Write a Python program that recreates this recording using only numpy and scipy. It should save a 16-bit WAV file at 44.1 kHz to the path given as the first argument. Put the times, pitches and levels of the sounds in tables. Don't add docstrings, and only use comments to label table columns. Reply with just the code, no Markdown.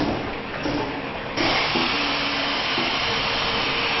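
import sys
import numpy as np
from scipy import signal
from scipy.fft import rfft, irfft
from scipy.io import wavfile
from scipy.ndimage import uniform_filter1d

SR = 44100
rng = np.random.default_rng(int(sys.argv[2]) if len(sys.argv) > 2 else 0)


def store_pcm(level_fs):
    pcm = np.round(np.clip(level_fs, -1, 1) * 32767).astype(np.int16)
    wavfile.write(sys.argv[1], SR, np.atleast_2d(pcm).T)


N = 176400
T = np.arange(N) / SR

# frequency in Hz, relative level in dB.
VALVE_AIR = [(300, -25), (1500, 2), (3000, 3), (4000, -2), (4800, 2.5), (5500, 2.5)]
# frequency in Hz, relative level in dB.
THUD_SPECTRUM = [(25, -7.5), (70, -12), (130, 2.5), (200, -0.5), (300, 4), (420, -1), (800, -3),
                 (1150, -15), (5000, -34.5)]


def amp(db):
    return 10 ** (np.asarray(db) / 20)


def unit(x):
    return x / np.sqrt(np.mean(x ** 2) + 1e-20)


def read(points, hz):
    f, value = np.transpose(points)
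    return np.interp(np.log(hz + 1), np.log(f + 1), value)


def fader(points):
    return amp(np.interp(T, *np.transpose(points)))


def burst(start, db, rise, t60, hold=0):
    return np.clip((T - start) / rise, 0, 1) * amp(db - 60 * np.maximum(T - start - hold, 0) / t60)


def add(mix, start, sound):
    part = mix[max(round(start * SR), 0):][:len(sound)]
    part += sound[:len(part)]


def colour(x, db_at):
    return irfft(rfft(x) * amp(db_at(np.fft.rfftfreq(len(x), 1 / SR))), len(x))


def noise(db_at, size=N):
    return unit(colour(rng.standard_normal(size), db_at))


def band(hz, width_hz):
    return noise(lambda f: -20 * np.log10(1 + ((f - hz) / width_hz) ** 2))


def turbulence(spectrum, patchy_db, ripple_db, flutter_db=0):
    frames, hz = N // 256 + 5, np.fft.rfftfreq(1024, 1 / SR)
    real, imag, patch, ripple = rng.standard_normal((4, frames, 513))
    patch = uniform_filter1d(patch, size=8, axis=0)
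    patch = unit(uniform_filter1d(patch, size=10, axis=1))
    ripple = unit(uniform_filter1d(ripple, size=110, axis=0))
    flutter = unit(uniform_filter1d(rng.standard_normal(frames), size=7))[:, None]
    db = read(spectrum, hz) + patchy_db * patch + flutter_db * flutter + ripple_db * ripple
    bins = (real + 1j * imag) * amp(db)
    return unit(signal.istft(bins.T, nperseg=1024, noverlap=768)[1][:N])


def tone(hz, width_hz, rough):
    phase = 2 * np.pi * np.cumsum(hz + .5 * width_hz * band(0, width_hz)) / SR
    wavering = (1 + rough * band(0, width_hz)) * np.sin(phase)
    return unit(wavering + rough * band(0, width_hz) * np.cos(phase))


def ring(modes, t):
    return np.sqrt(2) * sum(amp(db - 60 * t / t60) * np.sin(2 * np.pi * (hz * t + rng.random()))
                            for hz, db, t60 in modes)


def room(x):
    # frequency in Hz, reverberation time in seconds.
    decay = [(100, 1), (500, 0.72), (6000, 0.64)]
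    hz, t, bins = signal.stft(rng.standard_normal(SR), SR, nperseg=256)
    bins = bins * (t > .012) * amp(-60 * t / read(decay, hz)[:, None])
    tail = signal.istft(bins, SR, nperseg=256)[1]
    return signal.fftconvolve(x, tail / np.linalg.norm(tail))[:N]


def factory():
    # pitch in Hz, width in Hz, level in dB.
    motors = [(146.5, 11.4, -47.5), (208.2, 9.2, -47), (265.4, 10, -44.5), (465, 11, -43.5),
              (1042, 40, -47.5)]
    # frequency in Hz, relative level in dB.
    rumble_spectrum = [(60, -15), (180, -3), (260, 1.5), (390, -1.5), (620, 1), (880, 0.5), (1300, -6),
                       (2000, -5), (2700, -5.5), (3600, -15.5), (5700, -24)]
    bass_spectrum = [(20, -1), (44, 0.5), (62, 0), (82, -5), (108, 1), (150, -1.5), (190, -12.5),
                     (400, -25.5)]
    # time in seconds, level in dB.
    bass_level = [(0, -32.5), (.45, -41.5), (.68, -34.5), (1.0, -42.5), (1.45, -37.5), (2.1, -42),
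                  (2.85, -44), (3.1, -37), (3.55, -35), (4, -41.5)]
    hum = sum(amp(db) * tone(hz, width, rough=.6) for hz, width, db in motors)
    bass = fader(bass_level) * noise(lambda f: read(bass_spectrum, f))
    rumble = turbulence(rumble_spectrum, patchy_db=1.54, ripple_db=1.55, flutter_db=.65)
    return hum + bass + amp(-31.5) * rumble


def drives():
    # time in seconds, pitch in Hz, level in dB.
    lift_run = [(1.89, 266.7, -46), (1.95, 283.8, -34.5), (2.57, 285.2, -36.5), (2.68, 268, -52)]
    # time in seconds, level in dB.
    swing_level = [(3.05, -46), (3.11, -33.5), (3.2, -40.5), (3.43, -44.5), (3.52, -35.5), (3.78, -41),
                   (4, -34)]
    # start and end in seconds, pitch and width in Hz, level in dB.
    moves = [(0.526, 1.18, 275.8, 14.5, -40), (0.902, 1.45, 532, 4.9, -41.5), (1.952, 2.76, 712, 9, -43.5),
             (2.046, 2.807, 560, 9, -44.5), (3.012, 3.752, 548, 9.5, -42), (3.15, 3.45, 1221, 5.3, -35.5)]
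    times, hz, db = np.transpose(lift_run)
    lift = tone(np.interp(T, times, hz), width_hz=7, rough=.21)
    lift *= np.interp(T, times, amp(db), left=0, right=0)
    times, db = np.transpose(swing_level)
    swing = np.interp(T, times, amp(db), left=0) * tone(hz=458, width_hz=15.6, rough=.25)
    whines, ramp_s = np.zeros(N), .13
    for start, end, hz, width, db in moves:
        fade = np.clip(np.minimum(T - start, end - T) / ramp_s, 0, 1)
        whines += amp(db) * fade * tone(hz, width, rough=.3)
    return lift + swing + whines


def cup_leak(vacuum_on_s):
    # time in seconds, level in dB.
    leak_level = [(1.6, -56), (2.0, -38.5), (2.6, -36), (3.3, -37), (3.55, -32), (3.75, -41.5)]
    return (T > vacuum_on_s) * fader(leak_level) * band(hz=3060, width_hz=51)


def valves():
    # start in seconds, level of the spit in dB.
    openings = [(.632, -35), (1.372, -29.5)]
    tick = sum(burst(start, db - 3.5, rise=.0044, t60=.04) for start, db in openings)
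    spit = sum(burst(start, db, rise=.0044, t60=.3) for start, db in openings)
    return tick * noise(lambda f: read(VALVE_AIR, f)) + spit * band(hz=5560, width_hz=200)


def exhaust():
    # start in seconds, hold in seconds, level in dB.
    puffs = [(-.1, 0.09, -25.5), (0.634, 0.14, -30.5)]
    level = sum(burst(start, db, rise=.009, t60=.79, hold=hold) for start, hold, db in puffs)
    return level * noise(lambda f: read(VALVE_AIR, f))


def carton():
    # start in seconds, level in dB.
    bumps = [(1.749, -22.5), (2.777, -27.5)]
    # frequency in Hz, relative level in dB, t60 in seconds.
    carton_modes = [(246.7, -1, 0.25), (283, -5, 0.22), (334.6, 1.5, 0.18), (397, -6.5, 0.18),
                    (760, -5.5, 0.18), (851, -4, 0.16)]
    out, t = np.zeros(N), np.arange(SR) / SR
    rise, scuff_t60 = np.minimum(t / .0035, 1), carton_modes[0][2]
    for start, db in bumps:
        scuff = noise(lambda f: read(THUD_SPECTRUM, f), size=SR) * amp(-4.5 - 60 * t / scuff_t60)
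        add(out, start, amp(db) * rise * (ring(carton_modes, t) + scuff))
    return out


def gripper():
    # start in seconds, level in dB, thud's t60 in seconds, its tilt in dB per octave.
    knocks = [(0.0, -20.5, .48, 0.5), (.068, -26, 0.73, 1.5), (.165, -30, 0.24, 0.5), (.272, -32, .12, -4),
              (.651, -19.5, 0.12, -1), (.68, -24, 0.25, -0.5), (0.734, -24.5, 0.2, -4),
              (1.374, -24, 0.37, 3.5), (1.402, -22.5, 0.48, -2), (3.579, -29, .11, -0.5),
              (3.969, -32.5, 0.2, 3)]
    # start in seconds, level in dB, centre in Hz, t60 in seconds.
    clacks = [(.328, -31, 2180, 0.2), (.537, -29, 1580, 0.21), (.555, -29.5, 510, 0.24),
              (.775, -18, 830, 0.06), (2.779, -26, 900, 0.09), (3.418, -17.5, 1030, 0.055),
              (3.97, -27, 850, .15)]
    # frequency in Hz, relative level in dB, t60 in seconds.
    frame_modes = [(289.8, -2.5, 0.31), (329, -4, 0.2), (532.5, -7, 0.16), (769, -9, 0.092)]
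    stop_modes = [(424, -1, 0.14), (592, -8, 0.14), (874, -2.5, 0.18)]
    out, t = np.zeros(N), np.arange(SR) / SR
    rise, clack_octaves = np.minimum(t / .0039, 1), .42
    for start, db, t60, tilt in knocks:
        thud = noise(lambda f: read(THUD_SPECTRUM, f) + tilt * np.log2(f + 1), size=SR)
        thud *= amp(-2 - 60 * t / t60)
        add(out, start, amp(db) * rise * (thud + amp(-3.5) * ring(frame_modes, t)))
    for start, db, hz, t60 in clacks:
        clack = noise(lambda f: -20 * np.log10(1 + (np.log2((f + 1) / hz) / clack_octaves) ** 2), SR)
        add(out, start, rise * amp(db - 60 * t / t60) * clack)
    add(out, start=.795, sound=amp(-23) * rise * ring(stop_modes, t))
    return out


def panels(x):
    taps = np.zeros(SR)
    signs = rng.choice([-1, 1], size=24)
    delays_s = rng.uniform(.003, .035, size=24)
    taps[(delays_s * SR).astype(int)] = signs
    echoes = signal.fftconvolve(x, taps / np.linalg.norm(taps))[:N]
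    return unit(x + amp(-9.5) * echoes)


def ejector(vacuum_on_s):
    # frequency in Hz, relative level in dB.
    open_spectrum = [(100, -22.5), (700, 4), (1100, -0.5), (1600, -2.5), (2000, 1), (2250, 5.5), (2550, -3),
                     (3050, 0.5), (3500, -5.5), (4400, -7.5), (4750, -3.5), (5600, -4)]
    sealed_spectrum = [(100, -26), (400, -13), (700, -4), (920, -3.5), (1060, -0.5), (1350, -5), (1850, -6),
                       (2300, -2.5), (2750, -1.5), (3150, -2.5), (3400, -6.5), (4000, -8.5), (4900, -9),
                       (5350, -7.5), (5700, -13)]
    # time in seconds, level in dB.
    jet_level = [(1.37, -22.5), (1.45, -18), (1.54, -17.5), (1.7, -22), (2.2, -23.5), (2.6, -23.5),
                 (3.1, -23), (3.42, -23.5), (3.55, -23.5), (4, -24.5)]
    rise_s, seal_s, sealing_s, approach_s = .0099, 1.62, .12, 3.45
    sealed = .5 + .5 * np.tanh((T - seal_s) / sealing_s)
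    jet = np.sqrt(1 - sealed) * turbulence(open_spectrum, patchy_db=1.5, ripple_db=1.5)
    jet += np.sqrt(sealed) * turbulence(sealed_spectrum, patchy_db=.5, ripple_db=2.5)
    near = np.sqrt(np.clip((T - approach_s) / (T[-1] - approach_s), 0, 1))
    jet = panels(jet) + amp(-4.5) * near * band(hz=2630, width_hz=360)
    return jet * np.clip((T - vacuum_on_s) / rise_s, 0, 1) * fader(jet_level)


def scene():
    # frequency in Hz, gain into the side signal in dB.
    base_spread = [(100, -47), (280, -67), (1300, -25), (5000, -25.5)]
    later_spread = [(60, 2), (200, -11), (700, -24), (5000, -24)]
    vacuum_on_s, jet_right_db = 1.364, .75
    hits = gripper() + carton()
    jet = ejector(vacuum_on_s)
    machinery = factory() + exhaust() + valves() + cup_leak(vacuum_on_s) + drives()
    machinery += hits + amp(-2.5) * room(hits)
    side = colour(room(machinery), lambda f: read(base_spread, f))
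    side += colour(room(jet), lambda f: read(later_spread, f))
    left = machinery + jet * amp(-jet_right_db / 2) + side
    right = machinery + jet * amp(jet_right_db / 2) - side
    return np.array([left, right])


def record(dry):
    lowpass = signal.firwin(2047, cutoff=5660, window=("kaiser", 9), fs=SR)
    return signal.oaconvolve(dry, lowpass[None], "same")


dry = scene()
out = record(dry)
store_pcm(out)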